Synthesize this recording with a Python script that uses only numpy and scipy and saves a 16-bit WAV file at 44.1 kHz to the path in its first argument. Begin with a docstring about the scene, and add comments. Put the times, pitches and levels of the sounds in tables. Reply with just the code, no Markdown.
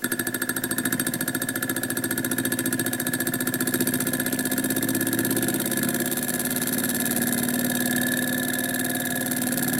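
"""On a wooden board, close up, a homemade solenoid motor runs while a screw on its contact is turned.
It speeds up from 13 to 19 turns a second. In every turn the linkage takes up its slack, the contact
touches, the plunger strikes home and then knocks back. Each blow is an impact with chatter that rings
the modes of steel, rod, spring, brackets and board. The screw rasps in filtered random clicks;
decaying noise makes the reflections and shaped noise the room tone."""
import sys
import numpy as np
from scipy import signal
from scipy.fft import rfft, irfft
from scipy.io import wavfile
from scipy.ndimage import uniform_filter1d

SR = 44100
rng = np.random.default_rng(int(sys.argv[2]) if len(sys.argv) > 2 else 0)


def int16_out(signal):
    """Quantize to a 16-bit WAV file."""
    q = np.round(np.clip(np.atleast_2d(signal).T, -1, 1) * 32767)
    wavfile.write(sys.argv[1], SR, q.astype(np.int16))


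N = 431729


def amp(db):
    """Decibels to gain."""
    return 10 ** (np.asarray(db) / 20)


def unit(x):
    """Scales to an energy of one."""
    return x / np.sqrt(np.sum(x ** 2, -1, keepdims=True) + 1e-20)


def curve(rows, s):
    """Every column of a table at the times s."""
    at, *columns = np.transpose(rows)
    return [np.interp(s, at, column) for column in columns]


def read(points, hz):
    """A spectrum read on a log-frequency axis."""
    point_hz, value = np.transpose(points)
    return np.interp(np.log(hz + 1), np.log(point_hz), value)


def band(x, low_hz, high_hz, order=3):
    """A part radiates only the band that suits its size."""
    sos = signal.butter(order, [low_hz, high_hz], "band", fs=SR, output="sos")
    return signal.sosfilt(sos, x)


def ringing(modes, axis=2, alternate=False):
    """One blow sets decaying modes ringing; alternating signs make them swell before they fade."""
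    modes, t = np.array(modes, float), np.arange(SR // 6) / SR
    # axis names the column of mode levels
    hz, width, db = modes[:, :1], modes[:, 1:2], modes[:, axis, None]
    sign = (-1) ** (alternate * np.arange(len(modes)))[:, None]
    decay = np.exp(-np.pi * width * t)
    partials = sign * amp(db) * width * decay * np.sin(2 * np.pi * hz * t)
    return unit(np.sum(partials, 0))


def crack(points):
    """Minimum phase packs a spectrum into the shortest causal click."""
    hz = abs(np.fft.fftfreq(SR // 6, 1 / SR))
    log_gain = np.log(amp(read(points, hz)))
    phase = -signal.hilbert(log_gain).imag
    return unit(np.fft.ifft(np.exp(log_gain + 1j * phase)).real)


def blows(times, level_db, body, chatter_db, chatter_s, alike, spread_db, jitter_s):
    """Each blow is one impact and a dying chatter of rebounds; level_db is rms over 10 ms."""
    t = np.arange(SR // 30) / SR
    habit, fresh = rng.standard_normal((2, len(times), len(t)))
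    # the habitual rebound pattern drifts slowly from turn to turn
    habit = uniform_filter1d(habit, size=9, axis=0)
    rebounds = np.array([habit, fresh])
    # cubing leaves a few strong rebounds
    habit, fresh = unit(rebounds ** 3 * np.exp(-t / chatter_s))
    force = amp(chatter_db) * unit(alike * habit + (1 - alike) * fresh)
    force[:, 0] += 1  # the impact itself
    size, slip = rng.standard_normal((len(times), 2)).T
    gain = amp(level_db + spread_db * size)[:, None]
    sounds = unit(signal.fftconvolve(force, body[None], axes=1)) * gain
    # a second of margin at each end catches blows that overhang
    out = np.zeros(N + 2 * SR)
    for s, sound in zip(times + jitter_s * slip, sounds):
        at = round((s + 1) * SR)
        out[at:at + len(sound)] += sound
    return out[SR:SR + N] * np.sqrt(SR / 100)


# pace of the motor: start_s, speed_turns_per_s
MOTOR_SPEED = [(0.0, 13.023), (0.87, 14.039), (1.68, 14.491), (2.87, 14.622), (3.89, 15.125),
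               (5.45, 17.126), (6.24, 17.829), (8.23, 19.25), (8.7, 19.355), (9.8, 19.004)]


def speed(s):
    """Turns a second at the times s, gliding between the points of the table."""
    return curve(MOTOR_SPEED, s)[0]


# wait from the strike to the return knock: start_s, delay_s
RETURN_DELAY = [(0, .0158), (2.6, .0153), (4.8, .0166), (6.3, .0182), (8.2, .0186), (9.8, .0182)]


def turns():
    """Adding up the speed gives the times of the slack, the strike and the return in every turn."""
    start_turn, slack_turns = -.566, .295  # the slack is taken up this much of a turn before the strike
    t = np.arange(N) / SR
    angle = start_turn + np.cumsum(speed(t)) / SR
    whole = np.arange(int(angle[-1]) + 1)
    strike = np.interp(whole, angle, t)
    slack = np.interp(whole - slack_turns, angle, t)
    return slack, strike, strike + curve(RETURN_DELAY, strike)[0]


MID_SPEED = 16  # turns a second

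# how hard the coil pulls as the screw shifts the contact: start_s, level_db
COIL_PULL = [(0, 1.5), (.4, 0), (.9, 4), (1.45, -1), (2.5, 2.5), (3.5, 1.5), (3.8, 4.5), (4.3, 1),
             (5.25, 3), (5.65, 1), (5.83, 2.5), (6.1, -1.5), (6.8, 1), (7.15, 1.5), (8, -0.5), (8.5, -3.5),
             (9.05, -4.5), (9.7, 0)]


def effort(s, level_db, faster_db, pull_share):
    """A blow's level: base at middle speed, more or less per extra turn a second, a share of the pull."""
    return level_db + faster_db * (speed(s) - MID_SPEED) + pull_share * curve(COIL_PULL, s)[0]


# color of the room tone: pitch_hz, relative level_db (per Hz)
ROOM_TONE = [(10, 6), (50, -2), (90, -8.5), (300, 8.5), (1000, -3.5), (4000, -12), (16000, -9.5)]


def air():
    """Steady noise, shaped in frequency, is the faint room tone."""
    gain = amp(read(ROOM_TONE, np.fft.rfftfreq(N, 1 / SR)))
    noise = irfft(rfft(rng.standard_normal(N)) * gain, N)
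    return amp(-44.5) * unit(noise) * np.sqrt(N)


# reverb time across the spectrum: pitch_hz, t60_s
ROOM_DECAY = [(150, 0.087), (600, 0.14), (1700, 1), (5000, 0.061), (10000, 0.18), (16000, 0.14)]


def room(x):
    """Dense reflections, each band dying at its own speed."""
    t = np.arange(SR // 2) / SR
    # silent for 1.5 ms, then fading in by 3 ms
    taps = rng.standard_normal(len(t)) * np.clip(t / 0.0015 - 1, 0, 1)
    hz, s, z = signal.stft(taps, SR, nperseg=256)
    decay = amp(-60 * s / read(ROOM_DECAY, hz)[:, None])
    tail = signal.istft(z * decay, SR)[1]
    return signal.fftconvolve(x, unit(tail))[:N]


def bench(x):
    """Quick reflections off the parts nearby, a noise burst that dies within milliseconds."""
    t = np.arange(SR // 50) / SR
    taps = rng.standard_normal(len(t)) * np.exp(-t / 0.0011)
    return signal.fftconvolve(x, unit(taps))[:N]


# rasps of the screw as it is turned: center_s, length_s, level_db
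SCREW_TWISTS = [(2.802, 0.24, -54), (4.33, .2, -49), (5.5, 0.41, -50)]


def screw():
    """Tiny slips of the thread in its wooden block, swelling with each twist."""
    t = np.arange(N) / SR
    slipping = rng.random(N) < 900 / SR  # about 900 slips a second
    slips = band(rng.standard_normal(N) ** 3 * slipping, 2060, 3300)
    slips = unit(slips) * np.sqrt(N)
    return slips * sum(amp(db) * np.exp(-(2 * (t - s) / length) ** 2) for s, length, db in SCREW_TWISTS)


def sympathy(s, centre_speed, width_speed, extra_db):
    """Resonance lifts a blow while the motor runs near a part's own speed, in turns a second."""
    return extra_db * np.exp(-((speed(s) - centre_speed) / width_speed) ** 2)


def lag(s, delay_s, faster_s):
    """The board answers late: delay_s at middle speed, faster_s more for each extra turn a second."""
    return delay_s + faster_s * (speed(s) - MID_SPEED)


# modes of the wooden board: pitch_hz, width_hz, strike level_db, return level_db (relative)
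BOARD_MODES = [(117.2, 4.7, 11, -4), (140, 7.4, -21, 2), (173.2, 13.3, -2.5, 2.5), (212.5, 14, -23, 1),
               (251.2, 23.4, -26, 13), (269.6, 17, 14.5, -6.5), (331.7, 19.2, 15, 2), (342.2, 7.4, 3, 4),
               (388, 6.7, -3, 1)]


def board(slack, strike, back):
    """Recoil gives the board three pushes a turn, and it rocks in its deepest modes."""
    strike_db = effort(strike, level_db=-25.5, faster_db=-0.32, pull_share=0.66)
    strike_db += sympathy(strike, centre_speed=16.66, width_speed=0.99, extra_db=3.5)
    back_db = effort(strike, level_db=-27.5, faster_db=0.83, pull_share=0.87)
    slack_db = effort(strike, level_db=-32.0, faster_db=2.5, pull_share=2.07)
    sway_db = effort(strike, level_db=-40.0, faster_db=0.6, pull_share=0.28)
    sway_db += sympathy(strike, centre_speed=14.6, width_speed=0.77, extra_db=7.1)
    pulled = band(ringing(BOARD_MODES), 129, 393, order=2)
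    released = band(ringing(BOARD_MODES, axis=3), 140.4, 398, order=2)
    strike_push = blows(strike + lag(strike, 0.00362, 0.00064), strike_db, pulled, chatter_db=-10,
                        chatter_s=0.0088, alike=.5, spread_db=1.43, jitter_s=.00003)
    return_push = blows(back + lag(strike, 0.0061, .00006), back_db, released, chatter_db=-13.5,
                        chatter_s=0.0027, alike=.5, spread_db=1.0, jitter_s=.00005)
    slack_push = blows(slack + lag(strike, 0.00637, 0.00064), slack_db, released, chatter_db=-8,
                       chatter_s=0.0037, alike=.5, spread_db=1.0, jitter_s=.0001)
    sway = blows(back, sway_db, band(released, 101.0, 165.4), chatter_db=-3,
                 chatter_s=0.0031, alike=0.48, spread_db=0.0, jitter_s=0.00031)
    return strike_push + return_push + slack_push + sway


# bracket modes: pitch_hz, width_hz, strike level_db, return level_db, slack level_db (relative)
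BRACKET_MODES = [(521.5, 14.2, 4.5, 0.5, 13), (567.5, 32.9, 10, 4, 20), (569.9, 32.6, 9.6, 6, 20),
                 (646.7, 52, -5.5, -1, -4.5), (699.6, 11.1, 6.5, -5.5, 6), (751, 28, 2, -11, 1.5)]
# how hard the brackets are shaken: start_s, strike level_db, return level_db, slack level_db
BRACKET_SHAKE = [(0.0, -40.5, -41, -42), (1.05, -41, -41, -38.29), (1.3, -42.5, -42.5, -36),
                 (3.4, -41, -40.32, -35.5), (4.3, -39.5, -38, -35.02), (5.5, -37, -36.5, -36.03),
                 (6.8, -35.5, -38.5, -36.5), (7.15, -32.7, -36.44, -35), (7.95, -32.5, -38, -39),
                 (8.2, -38.5, -37.4, -34), (9.45, -32, -40.5, -39.89), (9.7, -31, -40.69, -34)]
# bracket timing against each blow, negative is early: start_s, strike offset_s, return offset_s, slack offset_s
BRACKET_OFFSET = [(0.0, -0.005, -0.00033, 0.0022), (1.3, -0.00086, -0.00066, 0.001),
                  (3.4, 0.0027, -0.0014, 0.0007), (4.3, -0.00085, -0.00105, 1e-05),
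                  (5.5, -0.0077, -0.008, -0.0035), (6.5, -0.0074, 0.000017, -0.0034),
                  (7.3, -0.0037, -0.00075, 0.00022), (8.3, -0.0013, 0.0032, -0.0013),
                  (9.7, -0.0093, -0.0049, -0.00023)]


def brackets(slack, strike, back):
    """Brackets on the board ring, swelling and fading, around the strike, the return and the slack."""
    out = np.zeros(N)
    levels, offsets = curve(BRACKET_SHAKE, strike), curve(BRACKET_OFFSET, strike)
    for k, (s, db, offset) in enumerate(zip((strike, back, slack), levels, offsets)):
        body = band(ringing(BRACKET_MODES, axis=2 + k, alternate=True), 508, 761)
        out += blows(s + offset, db, body, chatter_db=-7.5, chatter_s=0.0069, alike=0.31,
                     spread_db=1, jitter_s=.00003)
    return out


# modes of the coil mount: pitch_hz, width_hz, relative level_db
MOUNT_MODES = [(953, 45, -1), (1009, 39, -2), (1130, 58, -11.5)]


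def coil_mount(strike):
    """The coil mount clacks at about 1 kHz, starting just ahead of the strike."""
    clack_db = effort(strike, level_db=-43.5, faster_db=0.04, pull_share=0.61)
    return blows(strike - .002, clack_db, band(ringing(MOUNT_MODES), 898, 1146), chatter_db=3,
                 chatter_s=0.025, alike=0.52, spread_db=1, jitter_s=.0001)


# modes of the contact spring: pitch_hz, width_hz, relative level_db
SPRING_MODES = [(3560, 22, -6.5), (4600, 22, -3.5), (8426, 22.4, 9), (9100, 25, -7), (8590, 32, 2.5)]


def spring(strike):
    """The contact spring pings as it flies free just after the strike."""
    # it rings freely up to free_speed (turns a second), then loses damping_db per turn a second more
    free_speed, damping_db = 13.3, 3
    ping_db = effort(strike, level_db=-26.0, faster_db=1.5, pull_share=0.62)
    ping_db -= damping_db * np.maximum(speed(strike) - free_speed, 0)
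    return blows(strike + .005, ping_db, ringing(SPRING_MODES), chatter_db=-20.5,
                 chatter_s=0.016, alike=0.23, spread_db=1.5, jitter_s=.0003)


# modes of the linkage: pitch_hz, width_hz, struck home level_db, knocked loose level_db (relative)
LINK_MODES = [(1390, 150, 5, -2), (1471, 72, 5.5, -4), (1660.5, 33, 4, 3), (1698, 58, 13, 7.5),
              (1769, 37, -1.5, -3.5), (2053, 43, 13.5, 5.5)]
# the note of the rod: pitch_hz, width_hz, relative level_db
ROD_MODES = [(1693, 12.6, -4), (1733, 40, -5.5)]
# how strongly the rod sings, before each layer's trim: start_s, level_db
ROD_SINGING = [(3, -34.5), (5.3, -34.5), (7.2, -41), (7.6, -32.5), (8.1, -25.5), (8.45, -29.5), (9.2, -30),
               (9.45, -39)]


def linkage(slack, strike, back):
    """The loose rod clacks three times a turn, and sings when the blows keep it ringing."""
    slack_db = effort(strike, level_db=-36.5, faster_db=1.67, pull_share=1.0)
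    strike_db = effort(strike, level_db=-32, faster_db=-2.0, pull_share=0.26)
    back_db = effort(strike, level_db=-38.5, faster_db=1.24, pull_share=0.64)
    sing_db, = curve(ROD_SINGING, strike)
    tight = band(ringing(LINK_MODES), 1366, 1840)
    loose = band(ringing(LINK_MODES, axis=3), 1414, 1974)
    note = band(ringing(ROD_MODES), 1560, 1816, order=2)
    taken_up = blows(slack, slack_db, loose, chatter_db=3.0, chatter_s=0.024, alike=0.058,
                     spread_db=1, jitter_s=0.00024)
    struck = blows(strike - .0008, strike_db, tight, chatter_db=-5.0, chatter_s=0.011, alike=0.18,
                   spread_db=2.0, jitter_s=.00005)
    dropped = blows(back - .002, back_db, loose, chatter_db=1.5, chatter_s=0.0047, alike=0.28,
                    spread_db=1.1, jitter_s=0.00023)
    sung_back = blows(back - .0036, sing_db + 1, note, chatter_db=-7.5, chatter_s=0.011, alike=0.46,
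                      spread_db=0.0, jitter_s=.00008)
    sung_slack = blows(slack + 0.002036, sing_db - 4.5, note, chatter_db=-6.5, chatter_s=0.009,
                       alike=0.92, spread_db=1, jitter_s=0.00019)
    return taken_up + struck + dropped + sung_back + sung_slack


# modes of plunger and coil housing: pitch_hz, width_hz, strike level_db, return level_db (relative)
STEEL_MODES = [(2513, 64, -13, -11), (2723, 46, -8, -10), (3204, 48, -14, -2), (3530, 61, -6, -7),
               (3822, 177, -5, 1.5), (4144, 53, -8, -3.5), (4500, 133, -10.5, -1.5), (5290, 120, -11, -7.5),
               (5983, 120, -7.5, -2), (6290, 100, -3, -4.5), (7620, 160, 0, 4), (8180, 140, -7.5, -3),
               (9090, 110, -9, -1), (9902, 102, 8, 8.5), (10170, 126, 7, 3.5), (10200, 53, -6.5, 1),
               (11130, 86, 0, 4), (11590, 156, 6, -1.5), (12000, 60, -1, -4), (12290, 116, 0.5, -4.5),
               (12900, 130, -9, -10), (14900, 120, -3.5, -3), (15030, 170, -3.5, -3)]
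# the crack of steel on steel: pitch_hz, relative level_db (per Hz)
STEEL_CRACK = [(250, -51), (1000, -43), (2300, -17.5), (2900, -6.5), (3800, 2.5), (5000, -16.5),
               (6700, -6.5), (7700, 2.5), (9400, -3), (11600, 9), (13200, -4.5), (14200, -5), (16500, -8.5)]
# how hard the plunger knocks on its way back, before each layer's trim: start_s, level_db
RETURN_KNOCK = [(0, -36), (.5, -48), (.95, -33), (1.5, -40), (2.4, -33.5), (3.55, -33), (3.8, -27),
                (4, -28), (4.2, -34.5), (4.55, -27.5), (5.1, -29), (5.6, -27), (7.1, -27), (8.2, -29.5),
                (8.8, -32), (9.7, -28)]
# screw settings where the plunger hits once more a turn: start_s, end_s, offset from the strike_s (negative is
# before it), level_db
MORE_HITS = [(3.65, 4.4, 0.035, -37), (6.1, 7.4, 0.0096, -29), (6.1, 8.8, 0.0015, -35),
             (8.5, 9.8, .005, -29.5), (6.0, 9.8, -0.012, -47.5)]


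def plunger(slack, strike, back):
    """A light touch, the hard strike with its rebounds, and a looser knock on the way back."""
    strike_db = effort(strike, level_db=-25.0, faster_db=-0.08, pull_share=0.58)
    back_db, = curve(RETURN_KNOCK, strike)
    click = crack(STEEL_CRACK)
    hard = band(ringing(STEEL_MODES) + amp(0.5) * click, 890, 21950, order=2)
    soft = band(ringing(STEEL_MODES, axis=3) + amp(-3) * click, 1800, 18000, order=2)
    touch = blows(strike - .0033, strike_db - 12, soft, chatter_db=9, chatter_s=.0018, alike=.2,
                  spread_db=1, jitter_s=.0001)
    bump = blows(strike - .0021, strike_db - 14.5, band(soft, 1780, 7700), chatter_db=-1.5,
                 chatter_s=0.00063, alike=0.55, spread_db=0, jitter_s=.0002)
    extra = np.zeros(N)
    for start, end, delay, db in MORE_HITS:
        chosen = strike[(strike > start) & (strike < end)]
        extra += blows(chosen + delay, db, hard, chatter_db=4, chatter_s=0.0014, alike=0.58,
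                       spread_db=1.5, jitter_s=.0002)
    home = blows(strike, strike_db - .4, hard, chatter_db=.5, chatter_s=.003, alike=.4,
                 spread_db=.4, jitter_s=0)
    # a faster plunger lands more loosely and buzzes on for a moment
    buzz_db = effort(strike, level_db=-46.5, faster_db=1.8, pull_share=0.93)
    buzz = blows(strike + 0.0011, buzz_db, band(soft, 10230, 10960), chatter_db=1, chatter_s=0.007,
                 alike=.1, spread_db=2, jitter_s=.0001)
    # the plunger grazes its sleeve just before it knocks back, and rubs in it while it slides
    graze = blows(back - .003, back_db - 6, soft, chatter_db=20, chatter_s=.005, alike=.5,
                  spread_db=1, jitter_s=.0005)
    knock = blows(back, back_db - 3, soft, chatter_db=10, chatter_s=.002, alike=.55,
                  spread_db=1, jitter_s=.0004)
    rub = blows(slack, back_db - 11.5, soft, chatter_db=27, chatter_s=0.01, alike=0.07,
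                spread_db=0.5, jitter_s=0.00033)
    # the singing rod makes the coil housing chatter
    housing_db = curve(ROD_SINGING, strike)[0] - 7
    housing = blows(back - .003, housing_db, band(soft, 3500, 3870), chatter_db=1, chatter_s=0.0027,
                    alike=0.54, spread_db=0, jitter_s=0.00038)
    return touch + bump + extra + home + buzz + graze + knock + rub + housing


def scene():
    """The motor sits in the middle; only its reflections and the room tone spread to the sides."""
    slack, strike, back = turns()
    thump = board(slack, strike, back)
    rattle = brackets(slack, strike, back) + coil_mount(strike)
    rod = linkage(slack, strike, back)
    steel = plunger(slack, strike, back)
    mid = air() + screw() + thump + rattle + spring(strike) + rod + steel
    # the board is close: little of its thump comes back from the room
    mid_send = amp(-14.0) * steel + amp(-18.5) * rod + amp(-9.5) * rattle + amp(-18) * thump
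    mid = mid + room(mid_send)
    side_send = amp(-47) * steel + amp(-25.5) * rod + amp(-10) * rattle
    # the nearby parts throw some bands of the steel sideways more strongly
    bench_send = amp(-30) * steel + amp(-16) * rod + amp(-16) * rattle
    bench_send += amp(-9.0) * band(steel, 2030, 3060)
    bench_send += amp(-13.5) * band(steel, 3730, 5000)
    bench_send += amp(-18) * band(steel, 11800, 15700)
    side = room(side_send) + amp(-15.5) * air() + bench(bench_send)
    return np.array([mid + side, mid - side])


def record(dry):
    """A steep lowpass ends the treble at its edge."""
    edge_hz = 16100
    lowpass = signal.firwin(401, edge_hz, window=("kaiser", 9), fs=SR)
    return signal.oaconvolve(dry, lowpass[None], "same")


dry = scene()
out = record(dry)
int16_out(out)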